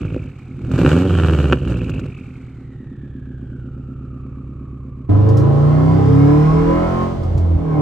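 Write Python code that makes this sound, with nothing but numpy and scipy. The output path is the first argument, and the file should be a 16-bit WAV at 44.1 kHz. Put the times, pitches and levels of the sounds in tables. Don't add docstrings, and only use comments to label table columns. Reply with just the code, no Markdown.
import sys
import numpy as np
from scipy import signal
from scipy.fft import rfft, irfft
from scipy.io import wavfile
from scipy.ndimage import uniform_filter1d

SR = 44100
rng = np.random.default_rng(int(sys.argv[2]) if len(sys.argv) > 2 else 0)


def to_wav(s):
    ch = np.atleast_2d(s).T
    pcm = np.round(np.clip(ch, -1, 1) * 32767)
    wavfile.write(sys.argv[1], SR, pcm.astype(np.int16))


N = 344421
T = np.arange(N) / SR
GRID_HZ = np.geomspace(20, 20000, 900)
INSIDE_S, CUTOFF_HZ = 5.089, 15800
CRACK_LAG_FIRINGS = .46
LIFT_DB = -11.5

FIRING_RATE = [(0, 58), (.35, 46.77), (.63, 39.6), (.73, 42.97), (.85, 65.89), (.96, 86.69), (1.05, 94.73),
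               (1.18, 84.64), (1.3, 78.94), (1.6, 65.19), (2.15, 44.54), (2.4, 39.31), (3.0, 34.0),
               (3.4, 32.25), (4.2, 33.12), (4.55, 33.68), (4.8, 33.09), (5.09, 32.03)]
MISFIRE = [(0, 0.49), (.55, 0.25), (.9, 0.18), (1.45, 0.11), (2.05, 0.55), (2.25, 0.36), (2.7, 0.18),
           (5.1, 0.04)]
EFFORT = [(0, -21), (.22, -26), (.38, -36.5), (.48, -33), (.55, -30), (.66, -23.5), (.76, -13.5), (.91, -9),
          (1.06, -14), (1.25, -12), (1.52, -14.5), (1.6, -22.5), (1.7, -16), (1.8, -20.5), (2.04, -23),
          (2.14, -32), (2.55, -34), (3.5, -29.5), (5.09, -31)]
PEDAL = [(.68, 0), (.8, 0.3), (1.07, 0.77), (1.11, 0), (1.6, 0.02)]  # t/s, throttle/0-1
TURBO = [(0, 2564, -46), (.55, 2338, -61), (.85, 2520, -46.5), (1.1, 2977, -40.5), (1.5, 2835, -48),
         (1.9, 2617, -44), (2.25, 2444, -53), (2.52, 2200, -63.5), (2.72, 1930, -62.5), (3.0, 1740, -60),
         (3.42, 1590, -58), (3.56, 1490, -58), (3.7, 1356, -58), (4.2, 1241, -53.5), (5.1, 1138, -57.5)]
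STEEPNESS = [(0, -24), (.4, -53), (.62, -48), (.76, -16), (.92, -17.5), (1.05, -22), (1.2, -11),
             (1.45, -15), (1.62, -29), (1.75, -36), (2.05, -32), (2.3, -65), (5.09, -72.5)]
POPS = [(.145, -17, -29, -57), (.164, -11, -50, -60), (0.648, -28, -33, -52), (0.7145, -27, -24, -34.5),
        (0.789, -6.5, -16, -29.5), (0.849, -4, -14.5, -34), (0.8626, -26, -5.5, -36),
        (0.916, -12, -12, -46), (1.5248, -4.5, -3.5, -35), (1.53, -2, -3, -42), (1.651, -33, -25, -44),
        (1.675, -23, -23, -42), (1.701, -16, -33, -41), (1.722, -19, -22.5, -47), (1.742, -24, -28, -50),
        (1.77, -27, -28, -39), (1.817, -18, -27.5, -58), (1.841, -39, -40, -40), (1.895, -18, -22.5, -33.5),
        (1.938, -25, -32, -49), (1.994, -20, -27, -38.5), (2.057, -22, -40, -46)]
CYLINDER_DB = [0.64, -1.7, .3, 0.023]
CYLINDER_CRACK_DB = [-14, -2.5, -2.5, -14.5]
# f/Hz, t60/s, near bank (short header)/dB, far bank (long header)/dB
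PIPE_MODES = [(67.4, 0.46, -59.5, -20), (122.7, 0.25, -65, -13), (138.2, 0.32, -25.5, -18.5),
              (218.5, 0.067, -15.5, -40.5), (255.5, 0.25, -18.5, -34), (311, 0.57, -53.5, -35),
              (347.4, 0.14, -32, -29), (466, 0.33, -45.5, -54)]
# f/Hz, level/dB
HOT_PIPE = [(30, -32), (55, -0.5), (75, 3), (88, 7.5), (115, -3.5), (146, -3.5), (174, 1), (220, -17.5),
            (262, -12.5), (292, -5.5), (350, -18.5), (440, -34.5), (490, -14), (620, -44.5), (800, -55),
            (3000, -91)]
HOT_HEADER = [(30, -36.5), (55, -22), (68, -6.5), (91, -5.5), (128, -4.5), (160, -2.5), (200, -7),
              (250, -16), (330, -19.5), (380, -11.5), (415, -13), (450, -37), (495, -18.5), (600, -35),
              (800, -52.5), (3000, -90)]
OPEN_PIPE = [(40, -44.5), (70, -3.5), (92, 2.5), (125, 0), (168, 6), (205, -7.5), (262, 6.5), (300, -6),
             (355, -5), (410, -6.5), (440, -18), (475, -8), (580, -15), (660, -37), (800, -21), (1500, -48)]
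PULSE_EDGE = [(100, -33.5), (165, 15.5), (215, 9.5), (270, 12), (370, 4.5), (440, 3.5), (500, -0.5),
              (590, 1), (660, -23.5), (850, -28), (1500, -20.5), (4000, -62)]
GAS_RUSH = [(300, -41), (660, -5), (710, 6.5), (800, 5.5), (950, 0), (1300, 8.5), (1800, -1), (1960, -2.5),
            (2060, -16), (2250, 0), (2500, -2.5), (3100, -5.5), (3600, -20.5), (6000, -57)]
TIP_FIZZ = [(2000, -48.5), (3600, 11.5), (4400, 7), (5600, 2), (7000, 5), (8600, 2.5), (10000, -29),
            (12000, -6), (15500, -17)]
CRACK = [(200, -23.5), (500, 7), (900, 3), (1400, 10), (1800, 1.5), (2060, -19.5), (2400, 1), (2900, 3),
         (3700, -16), (8000, -48), (11000, -67)]
CHUFF = [(150, -22), (330, 4.5), (430, -6.5), (530, -6.5), (660, -16), (1200, -45)]
POP_BOOM = [(50, -26), (130, .5), (200, -8), (258, 10), (310, 3), (375, 4.5), (440, -9), (495, 5),
            (700, -19.5), (2000, -38.5)]

CABIN_FIRING_RATE = [(5.09, 99.3), (5.3, 104.7), (5.8, 123.4), (6.2, 140.6), (6.5, 156), (6.9, 175.7),
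                     (7.02, 179), (7.15, 176.5), (7.3, 176), (7.45, 171.3), (7.66, 160), (7.81, 146.5)]
THROTTLE = [(5.1, 0.79), (6.3, 0.96), (7.04, 0.88), (7.13, 0.39), (7.2, 0.15), (7.56, 0.05), (7.6, 0.14),
            (7.68, 0.33), (7.77, 0.67)]
BUMPS = [(5.1, -43.5), (5.75, -34), (6.35, -33), (6.6, -19), (7.05, -31), (7.22, -25), (7.45, -30),
         (7.58, -26), (7.8, -38)]
BOOST = [(5.1, 3300, -22.5), (5.5, 4100, -18), (5.9, 4710, -12), (6.15, 5000, -14), (6.42, 5210, -11),
         (6.65, 5210, -20), (7.0, 5350, -25), (7.25, 4730, -23), (7.62, 3400, -9), (7.8, 3430, -21)]
TICKS = [(5.2894, -32.5), (5.371, -27.5), (5.3986, -40), (7.233, -39.5), (7.376, -33.5)]
BURBLES = [(7.184, -18.5), (7.252, -17), (7.318, -17), (7.353, -10), (7.55, -15)]
BOOM_DB = [-9, -6, 1, 1.5, -12, -4.5, 2, -3.5]
GROWL_DB = [-14.5, 0, 2.5, 4, -7, 3, -2.5, 4.5, -6, -1.5, 6.5, 4.5, 3, -1, 3.5, 0, 1.5, -1.5, 5.5, -0.5, 1,
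            -3.5, 1, -1, 3.5, -5, 1.5, 3]
# f/Hz, width/Hz, level/dB
AIR_MODES = [(75.5, 25.5, 10), (102.4, 21.3, 18.5), (137.6, 19.3, 9), (156.5, 31.4, 15), (193, 55, -3),
             (223.3, 5.8, 4), (246.7, 26, -4.5), (292.7, 43, 15), (310.3, 19, -9.5), (333.5, 7.4, 6)]
PANELS = [(286.6, 45, 14), (444, 38, 14.1), (549.6, 36, 10.9), (630, 28, 12), (725, 30, 4.4), (994, 28, 16),
          (1092, 46, 15.5), (1242, 67, 11), (1314, 11, 7.7), (2050, 35, 7.2), (2158, 44, 14.7),
          (2392, 50, 5.5), (2850, 46, 3.2), (3170, 170, 14)]
# f/Hz, power share/0-1
TURBULENT = [(250, .05), (600, .12), (1100, 0.36), (1500, 0.4), (2600, 0.3)]
# f/Hz, level/dB
BODY = [(150, 3), (230, 4), (380, 0.5), (500, -8), (670, -9), (800, -4), (890, -15), (1030, -10),
        (1180, -21.5), (1300, -14.5), (1750, -20), (2400, -28.5), (3000, -33), (4500, -61.5)]
LIFT_TILT = [(200, -3), (550, -0.5), (800, -10), (1100, -12), (1400, -16)]
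INTAKE_HISS = [(1800, -13.5), (3000, -1), (4000, -4), (5500, -7), (7000, -12), (8700, -12.5),
               (10500, -39.5), (13000, -19), (15500, -22)]
INTAKE_ROAR = [(150, -10), (350, 0), (700, -5), (1200, -7), (1900, -13), (3000, -20), (5000, -40)]
TYRES = [(30, -22), (140, -3), (240, -7), (310, -11.5), (520, -12.5), (750, -15), (1300, -30),
         (3000, -53), (6000, -73)]
RUMBLE = [(12, -33.5), (28, -10.5), (48, 4), (65, -6.5), (110, -15), (300, -58.5)]
TRIM = [(2000, -2), (5000, 5), (7000, -.5), (13000, -13.5), (15500, -8)]
THUMP = [(30, -17), (65, 3.5), (88, -19.5), (125, 4), (180, -18), (400, -47), (900, -49)]


def amp(db):
    return 10 ** (np.asarray(db) / 20)


def unit(x):
    return x / np.sqrt(np.mean(x ** 2) + 1e-20)


def steady(x, size=5400):
    return x / np.sqrt(uniform_filter1d(uniform_filter1d(x.mean(0) ** 2, size), size // 2) + 1e-14)


def curves(rows):
    t_s, *columns = np.transpose(rows)
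    return [np.interp(T, t_s, column) for column in columns]


def read(spectrum, hz):
    knots_hz, values = np.transpose(spectrum)
    return np.interp(np.log(hz + 1), np.log(knots_hz + 1), values)


def colour(x, spectrum, size=8192):
    hz = abs(np.fft.fftfreq(size, 1 / SR))
    rolloff = 1 + (hz / spectrum[-1][0] / 2) ** 4
    log_gain = np.log(amp(read(spectrum, hz)) / rolloff + 1e-6)
    impulse = np.fft.ifft(np.exp(np.conj(signal.hilbert(log_gain)))).real[:size // 2]
    return signal.oaconvolve(np.atleast_2d(x), impulse[None] / abs(impulse).max(), axes=1)[:, :N]


def clicks(times_s, sizes):
    return np.bincount(np.clip(np.round(times_s * SR).astype(int), 0, N), sizes, N + 1)[:N]


def wander(hz):
    return 1.2 * np.interp(T * hz, np.arange(4096), rng.standard_normal(4096))


def air(spread):
    mid, side = rng.standard_normal((2, N))
    return np.array([mid + spread * side, mid - spread * side])


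def crossings(firings):
    at = np.flatnonzero(np.diff(np.floor(firings)) > 0)
    return at, np.floor(firings[at + 1]).astype(int) % 4


def by_effort(full_db, db_per_db):
    return amp(full_db + db_per_db * (curves(EFFORT)[0] + 14))


def by_turbo(db, db_per_decade, ref_hz=2450):
    return amp(db + db_per_decade * np.log10(curves(TURBO)[0] / ref_hz))


def bank(pulses, side, soften_hz=430):
    t = T[:SR // 2]
    modes = sum(amp(db[side] - 60 * t / t60_s) * np.sin(2 * np.pi * hz * t)
                for hz, t60_s, *db in PIPE_MODES)
    softened = signal.sosfilt(signal.butter(6, soften_hz, fs=SR, output="sos"), modes)
    return signal.oaconvolve(pulses, softened)[None, :N]


def muffler(x, hz, width_hz):
    radius = np.exp(-np.pi * width_hz / SR)
    poles = [1, -2 * radius * np.cos(2 * np.pi * hz / SR), radius ** 2]
    return signal.lfilter(poles[::-1], poles, x)


def cool_pipe(firings, times_s, sizes, cylinder, near_lag_s=.0002, far_lag_s=.002):
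    near = bank(clicks(times_s + near_lag_s, sizes * (cylinder < 2)), 0)
    far = bank(clicks(times_s + far_lag_s, sizes * (cylinder >= 2)), 1)
    lope = 1 + .16 * np.cos(np.pi / 2 * (firings - 1.3))
    return muffler(steady(near + far), hz=82, width_hz=70) * lope


def pipe_note(cool, pulses, rocking, heat):
    pedal = curves(PEDAL)[0]
    hot = steady(steady(colour(pulses, HOT_PIPE)) + amp(-4) * steady(colour(rocking, HOT_HEADER)))
    drone = np.sqrt(1 - heat) * cool + np.sqrt(heat) * hot
    roar = amp(1) * steady(muffler(colour(pulses + .22 * rocking, OPEN_PIPE), hz=258, width_hz=130))
    note = np.sqrt(1 - pedal) * drone + np.sqrt(pedal) * roar
    open_tip = signal.butter(2, 35, "highpass", fs=SR, output="sos")
    return steady(signal.sosfilt(open_tip, note))


def chuff(firings):
    swell = np.exp(.4 * np.cos(np.pi / 2 * (firings - .8)))
    return by_effort(-30.5, 1.36) * steady(colour(swell * air(.35), CHUFF))


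def gas_flow(puffs):
    rush_gain = amp(4.5) * np.hypot(by_effort(-42, 1.77), by_turbo(-59.5, 53))
    fizz_gain = np.hypot(by_effort(-51, 1.75), by_turbo(-68.5, 85))
    rush = steady(colour(puffs * air(.098), GAS_RUSH))
    fizz = steady(colour(puffs * air(.9), TIP_FIZZ))
    return rush_gain * rush + fizz_gain * fizz


def exhaust(firings, firing_hz, cool_hz=36, hot_hz=72, full_push_hz_per_s=200):
    misfire = curves(MISFIRE)[0]
    heat = np.clip((firing_hz - cool_hz) / (hot_hz - cool_hz), 0, .97)
    push = np.clip(uniform_filter1d(np.gradient(firing_hz) * SR, 3000) / full_push_hz_per_s, 0, 1)
    at, cylinder = crossings(firings)
    strength, late = rng.standard_normal((2, 600))[:, :len(at)] * misfire[at]
    times_s = T[at] + .0015 * late
    sizes = np.exp(1.05 * strength) * amp(CYLINDER_DB)[cylinder]
    hot_s = times_s + CRACK_LAG_FIRINGS / firing_hz[at]
    pulses = clicks(hot_s, sizes)
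    rocking = clicks(hot_s, sizes * np.array([-1, 1, 1, -1])[cylinder])
    cool = cool_pipe(firings, times_s, sizes, cylinder)
    note = amp(curves(EFFORT)[0] - push) * pipe_note(cool, pulses, rocking, heat)
    puffs = .79 + np.exp(-((firings - .45) % 1) / .42)
    puffs *= np.exp((.12 + .5 * misfire) * wander(120))
    edge = steady(colour(pulses + rocking + .005 * puffs * air(.22), PULSE_EDGE))
    bark = amp(-.5 * push) * by_effort(-25, 1.14) * np.sqrt(heat) * edge
    return note + bark + chuff(firings) + gas_flow(puffs)


def whistle(hz, width_hz, spread):
    phase_rad = 2 * np.pi * np.cumsum(hz) / SR
    lowpass = signal.butter(2, width_hz / 2, fs=SR, output="sos")
    baseband = signal.sosfilt(lowpass, air(spread) + 1j * air(spread))
    return unit((baseband * np.exp(1j * phase_rad)).real)


def turbo(firings):
    hz, db = curves(TURBO)
    fast = np.clip((hz - 1900) / 400, 0, 1)
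    throb = np.cos(2 * np.pi * (firings - .55))
    chirps = np.exp(.2 * wander(150) + .81 * np.cos(2 * np.pi * (firings - .28)))
    rasp = unit(chirps * whistle(hz * (1 + .04 * throb), 420, .25))
    tone = whistle(hz, 180, .11) + amp(-14) * whistle(2 * hz, 450, .88)
    breathy = unit(tone * (1 + .18 * throb))
    return amp(db) * (np.sqrt(fast) * rasp + np.sqrt(1 - fast) * breathy)


def cracks(firings, spread_db=1.1, scatter_db=-9, scatter_t60_s=.078):
    at, cylinder = crossings(firings - CRACK_LAG_FIRINGS)
    chance_db = spread_db * rng.standard_normal(600)[:len(at)]
    front_db = curves(STEEPNESS)[0][at] + np.array(CYLINDER_CRACK_DB)[cylinder] + chance_db
    pop_s, _, pop_db, _ = np.transpose(POPS)
    fronts = colour(clicks(T[at], amp(front_db)) + clicks(pop_s, amp(pop_db)), CRACK)
    t = T[:SR // 8]
    scatter = rng.standard_normal((2, len(t))) * amp(-60 * t / scatter_t60_s)
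    scatter /= np.linalg.norm(scatter[0])
    return fronts + amp(scatter_db) * signal.oaconvolve(fronts, scatter, axes=1)[:, :N]


def pops(spit_rise_s=.0029):
    pop_s, boom_db, _, spit_db = np.transpose(POPS)
    booms = colour(clicks(pop_s, amp(boom_db)), POP_BOOM)
    age = T[:SR // 8] / spit_rise_s
    spits = signal.oaconvolve(clicks(pop_s, amp(spit_db - 9)), age * np.exp(1 - age))[:N]
    return booms + spits * unit(colour(air(.79), TIP_FIZZ))


def order_tone(order, cycle_rad):
    skew_rad = rng.choice([-1, 1]) * np.interp(order, [3, 8, 13, 26, 70], [.062, .71, .79, .69, .73])
    start_rad = 0 if order in (3, 4, 5) else 2 * np.pi * rng.random()
    return np.sqrt(2) * np.cos(order * cycle_rad + start_rad + [[skew_rad], [-skew_rad]])


def cabin_boom(cycle_hz, cycle_rad, throttle):
    overrun_db = 32.5 * np.clip(1 - throttle / .28, 0, 1)
    modes_db = sum(db * 2 ** -(2 * (GRID_HZ - hz) / width_hz) ** 2 for hz, width_hz, db in AIR_MODES)
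    boom = np.zeros((2, N))
    for order, order_db in enumerate(BOOM_DB, 2):
        db = order_db + np.interp(order * cycle_hz, GRID_HZ, modes_db) + overrun_db * (order == 2)
        boom += order_tone(order, cycle_rad) * amp(db) * (1 + .11 * wander(25))
    return amp(-28) * boom


def cabin_growl(cycle_hz, cycle_rad, throttle, swell_db=3.5, hop=64):
    panels_db = sum(db / (1 + (2 * (GRID_HZ - hz) / width_hz) ** 2) for hz, width_hz, db in PANELS)
    body = amp(read(BODY, GRID_HZ) + panels_db)
    turbulent = read(TURBULENT, GRID_HZ)
    tonal = body * np.sqrt(1 - turbulent)
    flutter = .7 - .4 * throttle
    orders_db = np.pad(GROWL_DB, (10, 72))
    tones = np.zeros((2, N))
    for order in range(10, 72):
        tone = order_tone(order, cycle_rad)
        gain = np.interp(order * cycle_hz[::hop], GRID_HZ, tonal)
        gain *= amp(orders_db[order] + swell_db * wander(7)[::hop])
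        tones += np.repeat(gain, hop)[:N] * (1 + flutter * wander(20)) * tone
    dark = irfft(rfft(tones) * amp(read(LIFT_TILT, np.fft.rfftfreq(N, 1 / SR))), N)
    tones = throttle * tones + (1 - throttle) * dark
    gusts = (1 + .64 * np.cos(4 * cycle_rad)) * np.exp(.23 * wander(14)) * air(.7)
    gust_db = 20 * np.log10(body * np.sqrt(turbulent))
    rough = unit(colour(gusts, list(zip(GRID_HZ, gust_db))))
    level_db = 28 * np.log10(cycle_hz / 35) + 2.5 - throttle
    return amp(level_db) * (amp(-37) * tones + amp(-35) * rough)


def road():
    tyres = amp(-30) * unit(colour(air(.98), TYRES))
    return tyres + amp(curves(BUMPS)[0] - 2) * steady(colour(air(.05), RUMBLE))


def valve_train(cycle_rad, size=640):
    place = np.arange(size) / size
    return np.array([np.interp(cycle_rad / (2 * np.pi), place, pattern, period=1)
                     for pattern in rng.standard_normal((2, size))])


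def intake(cycle_rad, lift):
    boost_hz, boost_db = curves(BOOST)
    gulps = 1 + .17 * np.cos(4 * cycle_rad)
    roar = amp(-39.5 + LIFT_DB * lift) * unit(colour(gulps * air(.7), INTAKE_ROAR))
    hiss = unit(colour(gulps * unit(air(.84)) + amp(-2) * unit(valve_train(cycle_rad)), INTAKE_HISS))
    whine = amp(boost_db + 2 * wander(9.8)) * whistle(boost_hz, 190, .53)
    hiss_db = -47 + 38 * np.log10(boost_hz / 5000) - 6 * lift
    return roar + amp(hiss_db) * (hiss + whine)


def trim_ticks(decay_s=.018):
    times_s, db = np.transpose(TICKS)
    envelope = signal.lfilter([1], [1, -np.exp(-1 / (decay_s * SR))], clicks(times_s, amp(db - 12)))
    return envelope * unit(colour(air(.2), TRIM))


def burble():
    times_s, db = np.transpose(BURBLES)
    return colour(clicks(times_s, amp(db)), THUMP)


def tailpipe():
    firing_hz = curves(FIRING_RATE)[0]
    firings = np.cumsum(firing_hz) / SR - .44
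    return exhaust(firings, firing_hz) + turbo(firings) + cracks(firings) + pops()


def cabin():
    cycle_hz, throttle = curves(CABIN_FIRING_RATE)[0] / 4, curves(THROTTLE)[0]
    cycle_rad = 2 * np.pi * (np.cumsum(cycle_hz) / SR + .0008 * wander(30))
    lift = 1 - throttle
    engine = cabin_boom(cycle_hz, cycle_rad, throttle) + cabin_growl(cycle_hz, cycle_rad, throttle)
    return amp(LIFT_DB * lift) * engine + road() + intake(cycle_rad, lift) + trim_ticks() + burble()


def scene():
    outside = tailpipe() * amp([[-.65], [.65]])
    inside = cabin() * amp([[-.7], [.6]])
    fade = np.clip((T - INSIDE_S) / .006, 0, 1)
    return (1 - fade) * outside + fade * inside


def record(dry):
    limited = dry / (1 + dry ** 8) ** (1 / 8)
    lowpass = signal.firwin(511, CUTOFF_HZ, window=("kaiser", 9), fs=SR)
    return signal.oaconvolve(limited, lowpass[None], "same")


dry = scene()
out = record(dry)
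to_wav(out)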